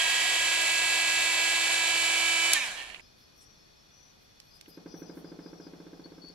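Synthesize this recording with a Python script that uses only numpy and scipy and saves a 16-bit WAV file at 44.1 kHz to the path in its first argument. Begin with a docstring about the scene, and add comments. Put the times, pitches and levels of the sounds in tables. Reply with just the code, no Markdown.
"""A workbench, then a quiet night outdoors: a small rotary tool whines, is switched off with a snap
and coasts down, rattling; it and the room tone stop short at 3 s as the night air comes in.
The tool is rotor harmonics plus impacts ringing its housing; crickets are trains of falling tones;
light clicks and scrapes of tweezers in gloved hands are shaped noise; a hollow knocking call,
perhaps a frog, is a quickening, fading train of pulses ringing one set of modes."""
import sys
import numpy as np
from scipy import signal
from scipy.fft import rfft, irfft
from scipy.io import wavfile

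SR = 44100
rng = np.random.default_rng(int(sys.argv[2]) if len(sys.argv) > 2 else 0)


def generate_wav(signal):
    """Clip the signal to [-1, 1] and save it as 16-bit WAV at the path in sys.argv[1]."""
    frames = np.transpose(np.atleast_2d(signal))
    scaled = np.clip(frames, -1, 1) * 32767
    pcm = np.round(scaled).astype(np.int16)
    wavfile.write(sys.argv[1], SR, pcm)


N = 279594
T = np.arange(N) / SR
HZ = np.fft.rfftfreq(N, 1 / SR)
MAINS_HZ = 50


def amp(db):
    """Decibels to gain."""
    return 10 ** (np.asarray(db) / 20)


def evened(x):
    """Scales to rms 1."""
    return x / np.sqrt(np.mean(x ** 2) + 1e-20)


def read(points, hz):
    """A spectrum table interpolated on a log-frequency axis."""
    f, value = np.transpose(points)
    return np.interp(np.log(hz + 1), np.log(f), value)


def panned(db):
    """Left and right gains for a level difference."""
    return amp(np.array([[.5], [-.5]]) * db)


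def coloured(x, db):
    """Filters by a dB spectrum, to rms 1."""
    return evened(irfft(rfft(x) * amp(db), N))


def hiss(db, side_db=-3):
    """Stereo noise of rms 1 with a given spectrum and side-to-mid level."""
    mid, side = rfft(rng.standard_normal((2, N)))
    side = side * amp(side_db)
    return evened(irfft(np.array([mid + side, mid - side]) * amp(db), N))


def hump(hz, octaves):
    """A bell-shaped band in dB, down 4.34 dB at the given octaves from its centre."""
    return -4.34 * (np.log2((HZ + 1) / hz) / octaves) ** 2


def waver(rate_hz):
    """Low-passed noise of rms 1: random variation up to about rate_hz."""
    return coloured(rng.standard_normal(N), -10 * np.log10(1 + (HZ / rate_hz) ** 6))


def echoes(x, t60_s):
    """A dense tail of reflections of energy 1, different for each ear."""
    t = T[:SR // 2]
    tail = rng.standard_normal((2, len(t))) * amp(-60 * t / t60_s)
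    tail = tail / np.linalg.norm(tail, axis=1)[:, None]
    return signal.fftconvolve(np.atleast_2d(x), tail, axes=1)[:, :N]


def add(mix, s, sound):
    """Adds a stereo sound at time s."""
    part = mix[:, round(s * SR):][:, :sound.shape[1]]
    part += sound[:, :part.shape[1]]


def ports(x, lag_s=.000045):
    """Sound from the right reaches the left port a little later."""
    return irfft(rfft(x) * np.exp(-2j * np.pi * HZ * lag_s * np.array([[1], [0]])), N)


def tool():
    """Mains pulses push the rotor, so speed and rattle throb until switch-off; then it coasts unevenly."""
    # rotor speed under power: (time [s], speed [turns/s])
    powered_speed = [(0, 326), (.15, 329.3), (.5, 330.3), (1.3, 329.9), (1.6, 330.8), (2.0, 331.1)]
    off_s, coast_s = 2.534, 0.315  # switch opens; time constant of friction
    swing_rad, unsteady_share = .05, .018
    whine_per_halving_db, rattle_per_halving_db = -15, -12  # change each time the speed halves
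    full_rattle_db, room_db, room_t60_s = 2, -18, 0.66

    coasted = np.maximum(T - off_s, 0) / coast_s
    halvings = coasted / np.log(2)
    speed = np.interp(T, *np.transpose(powered_speed)) * np.exp(-coasted)
    mains, powered = 2 * np.pi * MAINS_HZ * T, T < off_s
    wobble = 1 + unsteady_share * np.clip((T - off_s) / 0.12, 0, 1) * waver(70)
    push = powered * swing_rad / (2 * np.pi) * (np.sin(mains) + .4 * np.sin(2 * mains))
    turns = np.cumsum(speed * wobble) / SR + push
    ripple = 1 + powered * (0.068 * np.cos(mains) + .055 * np.cos(2 * mains))
    whine_db = whine_per_halving_db * halvings
    rattle_db = full_rattle_db + rattle_per_halving_db * halvings
    tones = whine(speed, turns, mains, whine_db) + rings(turns, halvings) + singing(turns, mains, whine_db)
    tones = tones + amp(room_db) * echoes(tones, room_t60_s)
    return tones + amp(rattle_db) * rattle(turns, ripple) + shudder(turns)


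def whine(speed, turns, mains, drive_db):
    """Rotor tones and mains sidebands; as they fall they slide through the housing's resonances."""
    # rotor tones before shifts and coasting: (multiple of speed, multiple of mains, level [dB rms],
    # left-right [dB], left lead [rad])
    rotor_tones = [(1, 0, -55, -1, 0.65), (2, 0, -56, -4, 0.35), (3, 0, -51, -11, -0.6),
                   (4, -1, -55.5, -0.5, 0), (4, 0, -54.5, -1, 1), (5, 0, -37.5, -0.5, 0.102),
                   (5, 1, -59, -1.5, -0.11), (6, -1, -61, -9, -0.57), (6, 0, -40, -2, -0.38),
                   (7, 0, -36, -7.5, -1.03), (7, 1, -74, -16, -2.44), (8, -2, -50, 11, -0.19),
                   (8, -1, -52.5, 8, -.8), (8, 0, -34.5, -7, -0.97), (8, 1, -49, 4.5, -0.94),
                   (9, 0, -41.5, -5, -0.63), (10, -1, -46, -1, -0.62), (10, 0, -40, -3.5, -1.6),
                   (11, -1, -47.5, 0, -1.1), (12, 0, -52.5, 6.5, -2), (13, -1, -42.5, -4, -1.4),
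                   (13, 0, -45.5, 1.5, 0.3), (14, -1, -54, 1, -1.1), (14, 0, -47, -6.5, -0.5),
                   (15, 0, -49, -13, -3), (21, 1, -51.5, 12, -0.14), (22, 0, -50, -2, 0.11),
                   (23, -1, -45, 3, -0.083), (24, 1, -53, 17, 0.053), (34, 0, -57, 4, 0.031)]
    # answer of the strong tones: (multiple of speed, multiple of mains, shift at start of run-in [dB],
    # shift with the new grip [dB])
    tone_shifts = [(1, 0, -3, 3.5), (3, 0, 0, -2.5), (4, 0, -4, 9.5), (5, 0, -2, -6), (6, -1, 21, 0),
                   (6, 0, -3, -6.5), (7, 0, -2, 4), (8, 0, -3, -4), (8, 1, 1, -7.5), (9, 0, 2.5, 7),
                   (10, 0, 2, -3.5), (13, -1, -4, -2.5), (13, 0, -2, -4), (23, -1, -3.5, -2)]
    grip_from_s, grip_to_s = 1.4, 2.36  # the hand takes a new grip and lifts the tool
    shell_from = 3.6  # tones above this multiple come through the housing; lower ones shake the whole tool
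    flutter_share, flutter_hz, blur_rad, blur_hz = 0.026, 27, 0.0036, 59.3
    imbalance, slide = 0.7, 1.1

    grip = np.clip((T - grip_from_s) / (grip_to_s - grip_from_s), 0, 1)
    settling = running_in()
    shifts = {(round(k), round(m)): early_db * settling + grip_db * grip
              for k, m, early_db, grip_db in tone_shifts}
    response, out = housing_db(HZ), np.zeros((2, N))
    turns = turns + blur_rad / (2 * np.pi) * waver(blur_hz)
    for multiple, sideband, db, pan_db, lead_rad in rotor_tones:
        k, m = round(multiple), round(sideband)
        hz = k * speed + m * MAINS_HZ
        slide_db = np.interp(hz, HZ, response) - np.interp(hz.max(), HZ, response)
        slide_db = slide * slide_db * np.clip((k - shell_from) / shell_from, 0, 1)
        fade_db = drive_db * (1 + imbalance / k)  # shaking from imbalance dies first
        level_db = db + shifts.get((k, m), 0) + slide_db + fade_db
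        size = amp(level_db) * (1 + flutter_share * waver(flutter_hz))
        phase = k * 2 * np.pi * turns + m * mains + 2 * np.pi * rng.random()
        phase = phase + lead_rad * np.array([[.5], [-.5]])
        out += np.sqrt(2) * size * panned(pan_db) * np.cos(phase)
    return out


def running_in():
    """Falls from 1 to 0 as the tool settles into its steady sound."""
    run_in_s = 0.64
    return np.exp(-(T / run_in_s) ** 3)


def housing_db(hz):
    """How well the plastic housing radiates each frequency."""
    # broad colour: (frequency [Hz], level [dB])
    colour = [(100, -19), (240, -22.5), (450, -10), (620, -1), (1300, -7.5), (2500, 3), (3150, -2),
              (4200, 1), (6300, -5), (9000, -4), (11600, -7), (12250, -19), (12900, -27.5), (14500, -83.5)]
    # resonances: (frequency [Hz], width [Hz], height above the colour [dB])
    modes = [(731, 74, 6.9), (1024, 220, 7.8), (1660, 224, 11.5), (2313, 210, 8.3), (3014, 117, 8.3),
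             (3262, 51, 3.4), (3735, 330, 5.5), (4070, 90, 2.2), (4550, 88, 3.2), (5340, 270, 3.13),
             (6980, 2300, 6.7), (11080, 122, 3.6)]
    return read(colour, hz) + sum(db / (1 + (2 * (hz - f) / width) ** 2) for f, width, db in modes)


def rings(turns, halvings):
    """A falling rotor harmonic sweeps through each resonance and sets it ringing in passing."""
    # resonances: (multiple of speed, frequency [Hz], width [Hz], drive at full speed [dB], left-right [dB])
    resonances = [(6, 1800, 60, -23, -5), (10, 3200, 44, -25.5, -2), (10, 2420, 190, -22.5, -7),
                  (12, 2900, 400, -36, -4), (13, 3300, 300, -39, -3), (15, 3750, 400, -39, -3)]
    per_halving_db = -20
    out = np.zeros((2, N))
    for multiple, hz, width_hz, db, pan_db in resonances:
        drive = np.cos(2 * np.pi * (multiple * turns + rng.random()))
        drive = amp(db + per_halving_db * halvings) * drive
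        edges_hz = [hz - width_hz / 2, hz + width_hz / 2]
        band = signal.butter(2, edges_hz, "band", fs=SR, output="sos")
        out += panned(pan_db) * signal.sosfilt(band, drive)
    return out


def singing(turns, mains, drive_db):
    """A rough ring, shaken by rotor and mains, fades as the tool settles and dies as the rotor slows."""
    # tone and sidebands: (multiple of speed, multiple of mains, level [dB])
    sidebands = [(0, 0, -2.5), (0, 1, -6.5), (0, -1, -5), (0, -2, -13.5), (-1, 0, -7)]
    sing_hz, wander_hz, throb_share, throb_hz = 3225, 5, 0.22, 70
    settled_db, early_db, pan_db = -55.5, 15, -11.5
    phase = 2 * np.pi * np.cumsum(sing_hz + wander_hz * waver(30)) / SR
    tone = np.zeros(N)
    for k, m, db in sidebands:
        shaken = phase + 2 * np.pi * (round(k) * turns + rng.random()) + round(m) * mains
        tone += amp(db) * (1 + throb_share * waver(throb_hz)) * np.cos(shaken)
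    return np.sqrt(2) * amp(settled_db + early_db * running_in() + drive_db) * tone * panned(pan_db)


def rattle(turns, ripple):
    """Bearing and brush impacts on every turn ring the housing; the brushes hiss in step with them."""
    # impacts within a turn: (place [share of the turn], level [dB])
    impacts = [(0.049, -4), (.33, -8.5), (0.412, -4.5), (0.719, -2.5)]
    clatter_db, brush_db = -33, -35
    buzz_from_hz = 5000  # above this the impacts repeat evenly enough to buzz
    uneven, uneven_low, low_hz, even = 0.7, 0.22, 4000, 0.77

    hits = ripple * sum(amp(db) * np.diff(np.floor(turns - place), prepend=np.floor(-place))
                        for place, db in impacts)
    # the sharp edge of each impact repeats evenly; its weight varies from turn to turn
    edge = irfft(rfft(hits) / (1 + (buzz_from_hz / (HZ + 1)) ** 20), N)
    weight_gain = uneven + uneven_low / (1 + (HZ / low_hz) ** 6)
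    weight = irfft(rfft(hits * rng.standard_normal(N)) * weight_gain, N)
    hits = even * edge + weight
    ring = 0.37 * hits + echoes(hits, t60_s=0.0044)[0]
    response = housing_db(HZ)
    clatter = coloured(ring + 1.39 * echoes(hits, t60_s=0.13), response)
    clatter = clatter / np.sqrt(np.mean(clatter[:, :2 * SR] ** 2))  # rms 1 under power
    brushes = hiss(response, side_db=-5) * ripple * (1 + 0.31 * np.cos(2 * np.pi * turns))
    pan_db = read([(700, 1.0), (1300, -4.0), (2500, -2.5), (5000, -4.0), (9000, 0.0)], HZ)
    both = amp(clatter_db) * clatter + amp(brush_db) * brushes
    return ports(irfft(rfft(both) * panned(pan_db), N))


def shudder(turns):
    """The slowing spindle rubs once a turn, and the housing's sharp modes swell and fade."""
    # soft swells: (middle [s], half length [s], level [dB])
    swells = [(2.678, 0.046, -40.5), (2.799, 0.038, -40), (2.898, 0.07, -47.5)]
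    # what rings: (frequency [Hz], width [Hz], level [dB])
    sharp_modes = [(734, 360, -12.5), (1810, 43, -0.5), (2290, 46, -6.5), (2620, 92, -11), (2840, 110, -5),
                   (3030, 60, -12), (3280, 40, -7), (4270, 140, -14.5)]
    throb_share, pan_db = 0.21, -6.0
    power = sum(amp(db) ** 2 / (1 + (2 * (HZ - hz) / width) ** 2) for hz, width, db in sharp_modes)
    tilt_db = read([(200, -8), (700, -4.5), (4500, 2.5), (12000, -15)], HZ)
    ringing = hiss(10 * np.log10(power) + tilt_db)
    swell = sum(amp(db) * np.exp(-((T - s) / half) ** 2) for s, half, db in swells)
    return swell * (1 + throb_share * np.cos(2 * np.pi * turns)) * ringing * panned(pan_db)


def clicks(rows, top_hz):
    """Hard parts meet: short decaying noise bursts with a little room."""
    room_db, t = -14, T[:SR // 8]
    out = np.zeros((2, N))
    for s, db, hz, octaves, t60_s, pan_db in rows:
        spectrum_db = hump(hz, octaves) - 10 * np.log10(1 + (HZ / top_hz) ** 40)
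        burst = hiss(spectrum_db, side_db=2.5)[:, :len(t)]
        add(out, s, amp(db - 60 * t / t60_s) * burst * panned(pan_db))
    return out + amp(room_db) * echoes(out, t60_s=0.17)


def tool_taps():
    """Taps of the tool, the first one its switch."""
    # (time [s], level [dB], centre [Hz], width [octaves], t60 [s], left-right [dB])
    taps = [(2.5333, -12, 7200, 1.1, 0.021, 0), (2.5354, -21, 7000, 1.4, 0.019, -13),
            (2.899, -38.5, 2350, 0.26, 0.04, -10), (2.9455, -32, 2550, 0.42, .02, -5),
            (2.960, -43, 2450, 0.21, 0.04, -4), (2.996, -47, 2300, 0.27, 0.056, -8)]
    return ports(clicks(taps, top_hz=11800))


def tweezers():
    """Tweezer tips click."""
    # (time [s], level [dB], centre [Hz], width [octaves], t60 [s], left-right [dB])
    tips = [(4.4012, -40, 3780, 0.91, 0.014, -4.5), (4.6115, -40.5, 3900, 0.99, 0.015, -3),
            (4.6595, -50.5, 2230, 0.5, 0.032, -2), (6.288, -55, 5000, 1.2, 0.0098, -2)]
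    return clicks(tips, top_hz=14500)


def scrapes():
    """Glove and cap slide on the tweezers: brief, slightly grainy noise."""
    # slides: (middle [s], half length [s], level before grain [dB], centre [Hz])
    slides = [(3.207, .04, -74, 12000), (3.383, .03, -71, 11500), (3.428, 0.021, -64, 8550),
              (4.235, .03, -76, 12000), (4.472, .05, -79, 11700), (4.563, 0.02, -68, 10500),
              (4.697, 0.016, -61, 12000), (4.993, 0.033, -65, 12500), (5.183, 0.038, -66, 11800)]
    grain = amp(2.1 * waver(250))
    return grain * sum(amp(db) * np.exp(-((T - s) / half) ** 2) * hiss(hump(hz, octaves=0.34))
                       for s, half, db, hz in slides)


def knocks():
    """Each pulse rings one hollow body with rasp and low boom; a close reflection and diffuse tail follow."""
    # what each knock rings with: (frequency [Hz], relative level [dB], t60 [s])
    body_modes = [(168, -29, 0.37), (201, -19, 0.23), (304, 10, 0.026), (296, -23, 0.097), (350, -23, .12),
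                  (421, -13, 0.16), (488, -17, 0.11), (542, -17, 0.11), (765, -34, 0.08), (1440, -41, 0.04),
                  (1570, -41, 0.045), (2080, -41, 0.038)]
    # rasp spectrum: (frequency [Hz], level [dB])
    rasp_spectrum = [(200, -8), (500, 3), (850, -3), (1300, -5), (1600, -1), (1850, -16), (2200, -12),
                     (3200, -29.5), (6000, -60)]
    # tail spectrum: (frequency [Hz], level [dB])
    tail_spectrum = [(125, -29), (160, -8), (330, 2), (520, -6), (800, -12), (1100, -17.5), (1700, -24),
                     (3000, -43.5)]
    body_db, rise_s, lead_s = -34.5, 0.00397, 0.00098
    boom_db, boom_hz, boom_s = -15.5, 175, 0.044  # boom level relative to the body
    echo_db, echo_s = -10, 0.00648
    rasp_db, rasp_s = -54, 0.0074
    tail_db, tail_t60_s, tail_rise_s = -51.5, 0.93, 0.0047
    low_cut_hz = 138

    t, out = T[:SR // 2], np.zeros((2, N))
    ring = sum(amp(db - 60 * t / t60_s) * np.sin(2 * np.pi * hz * (t - rise_s))
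               for hz, db, t60_s in body_modes)
    ring = ring * (1 - np.exp(-(t / rise_s) ** 3))
    boom = amp(boom_db) * signal.windows.tukey(round(boom_s * SR), .5)
    ring[:len(boom)] += boom * np.sin(2 * np.pi * boom_hz * (t[:len(boom)] - rise_s))
    ring = amp(body_db) * ring
    rasp = amp(rasp_db) * (t / rasp_s) ** 2 * np.exp(2 - 2 * t / rasp_s)
    tail = amp(tail_db - 60 * t / tail_t60_s) * (1 - np.exp(-t / tail_rise_s))
    rasp_noise = hiss(read(rasp_spectrum, HZ), side_db=-17)
    tail_noise = hiss(read(tail_spectrum, HZ), side_db=-2.0)
    for s, db in knock_train():
        knock = ring + rasp * alike(rasp_noise, len(t)) + tail * alike(tail_noise, len(t))
        add(out, s - lead_s, amp(db) * knock)
        add(out, s - lead_s + echo_s, amp(db + echo_db) * ring[None])
    return irfft(rfft(out) / (1 + (low_cut_hz / (HZ + 1)) ** 10), N)


def knock_train():
    """Time and dB of each knock: the call starts hesitantly, swells, quickens, fades and trails off."""
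    call_s, count = 4.6795, 24
    gap_s, quicken_s, hesitate_s, hesitate_knocks = .0789, .000896, .0143, 1.6
    first_db, fade_per_knock_db = 2, -0.3467
    soft_start_db, soft_end_db, ease_knocks = -12, -4, 0.98
    n = np.arange(count)
    gaps = gap_s - quicken_s * n + hesitate_s * np.exp(-n / hesitate_knocks)
    ends_db = soft_start_db * np.exp(-n / ease_knocks) + soft_end_db * np.exp(-n[::-1] / ease_knocks)
    return zip(call_s + np.cumsum(gaps) - gaps, first_db + fade_per_knock_db * n + ends_db)


def alike(noise, count, share=0.93):
    """A stretch of noise that has a share of its power in common with every other stretch."""
    at = rng.integers(N // 2)
    return np.sqrt(share) * noise[:, -count:] + np.sqrt(1 - share) * noise[:, at:at + count]


def crickets():
    """Wing strokes are short falling tones; chirps and trills swell and fade, blurred by the surroundings."""
    # evenly repeated chirps: (first [s], until [s], period [s], pitch [Hz], level [dB],
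    # stroke depth [0-1], left-right [dB])
    bouts = [(2.999, 3.1, .185, 5000, -67, .7, 9), (4.503, 5.7, .184, 4985, -65.5, .85, 11),
             (3.011, 3.48, .186, 5220, -68, .35, 5), (3.57, 3.9, .188, 5300, -70, .35, 2),
             (5.39, 6.4, .184, 5205, -68.5, .35, 5)]
    # single trills and buzzes of other insects: (time [s], length [s], pitch [Hz], level [dB],
    # rate [strokes/s], sag either side of pitch [share], fades [share of length], left-right [dB])
    single_trills = [(3.343, 0.22, 5760, -68, 35, 0.0077, 0.42, 16),
                     (3.884, 0.26, 5890, -65, 43, 0.0076, 0.49, 14),
                     (4.432, .1, 11600, -76, 62, .012, .3, 1), (4.688, .09, 11600, -70, 55, .012, .4, 1),
                     (4.825, 0.31, 5830, -62, 36, .007, .8, 16),
                     (5.417, 0.26, 5650, -68.5, 44, .01, 0.49, 16),
                     (6.038, 0.032, 4450, -55, 81, .024, .12, 11),
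                     (6.216, 0.092, 4470, -52.5, 80, 0.032, .03, 9)]
    chirp_s, chirp_rate_hz, chirp_sag, chirp_unsteady = 0.075, 39, 0.0058, 0.0026
    trill_rise_hz_per_s, trill_build_db_per_s = 262, 9
    trill_unsteady, trill_depth = 0.0056, 0.78
    wet_db = -6

    out, drift = np.zeros((2, N)), waver(93)
    chirps = [(s, chirp_s, hz, db, chirp_rate_hz, chirp_sag, .2, pan_db, 0, 0, chirp_unsteady, depth)
              for first, until, period, hz, db, depth, pan_db in bouts
              for s in np.arange(first, until, period)]
    trills = [(*row, trill_rise_hz_per_s, trill_build_db_per_s, trill_unsteady, trill_depth)
              for row in single_trills]
    for s, length, hz, db, rate, sag, soft, pan_db, rise, build, unsteady, depth in chirps + trills:
        t = T[:round(length * SR)]
        from_middle = t - length / 2
        stroke = t * rate % 1
        pitch = hz * (1 + sag * (1 - 2 * stroke) + unsteady * np.interp(s + t, T, drift))
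        pitch = pitch + rise * from_middle
        tone = np.sqrt(2) * np.sin(2 * np.pi * np.cumsum(pitch) / SR)
        strokes = 1 - depth + depth * np.sin(np.pi * stroke)
        swell = signal.windows.tukey(len(t), soft) * (0.95 + 0.19 * np.sin(np.pi * t / length))
        add(out, s, amp(db + build * from_middle) * tone * strokes * swell * panned(pan_db))
    return out + amp(wet_db) * echoes(out, t60_s=0.31)


def night():
    """Still air as shaped noise, with wavering noise bands of far insects."""
    # air spectrum: (frequency [Hz], relative level [dB])
    air_spectrum = [(15, -23), (30, 1.5), (58, 1), (90, -1.5), (150, -1.5), (260, -6), (900, -13.5),
                    (2700, -17), (3500, -12.5), (5900, -19), (6700, -23), (8800, -33), (11500, -23.5),
                    (13200, -32.5), (15000, -35), (16500, -60)]
    # air width: (frequency [Hz], side-mid [dB])
    air_side = [(60, -8), (110, -8), (200, -2), (350, 2), (640, 3.5), (1160, 2.5), (2100, 2), (3800, -6.5),
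                (6870, 2), (12400, -3)]
    # air balance: (frequency [Hz], left-right [dB])
    air_pan = [(60, 0), (110, 3.5), (200, 2), (350, 1), (640, 0), (1160, 1), (2100, 0.5), (3800, -1),
               (6870, 1), (12400, 1.5)]
    # far insect chorus: (centre [Hz], half width at -6 dB [Hz], level before waver [dB])
    insects = [(2474, 49, -76.5), (3450, 48, -74.5), (4426, 150, -69.5), (5450, 300, -72.5),
               (5730, 230, -72)]
    air_db = -61
    balance_db = read(air_pan, HZ) * np.array([[.5], [-.5]])
    air = hiss(read(air_spectrum, HZ) + balance_db, read(air_side, HZ))
    far = np.zeros((2, N))
    for hz, width, db in insects:
        band_db = -20 * np.log10(1 + ((HZ - hz) / width) ** 2)
        far += amp(db + 0.49 * waver(12)) * hiss(band_db)
    return amp(air_db) * air + far * panned(3.2)


def room_tone():
    """The steady low noise of the room around the bench."""
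    # (frequency [Hz], relative level [dB])
    bench_spectrum = [(20, -6.5), (33, -5.5), (46, 4), (60, -9), (110, -11), (200, -11.5), (330, -9.5),
                      (600, -15.5), (1400, -12), (4000, -58.5)]
    return amp(-59.0) * hiss(read(bench_spectrum, HZ), side_db=-10.5)


def scene():
    """The tool at the bench until it stops short; night air, tweezers, crickets and the call after it."""
    stop_s, fade_s = 3.013, .004
    running = np.clip((stop_s - T) / fade_s, 0, 1)
    bench = tool() + tool_taps() + room_tone()
    outdoors = (1 - running) * night() + crickets() + knocks()
    return bench * running + outdoors + tweezers() + scrapes()


def record(dry):
    """The band limit: a steep linear-phase low-pass."""
    edge_hz = 15700
    low_pass = signal.firwin(511, edge_hz, window=("kaiser", 9), fs=SR)
    return signal.oaconvolve(dry, low_pass[None], "same")


dry = scene()
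out = record(dry)
generate_wav(out)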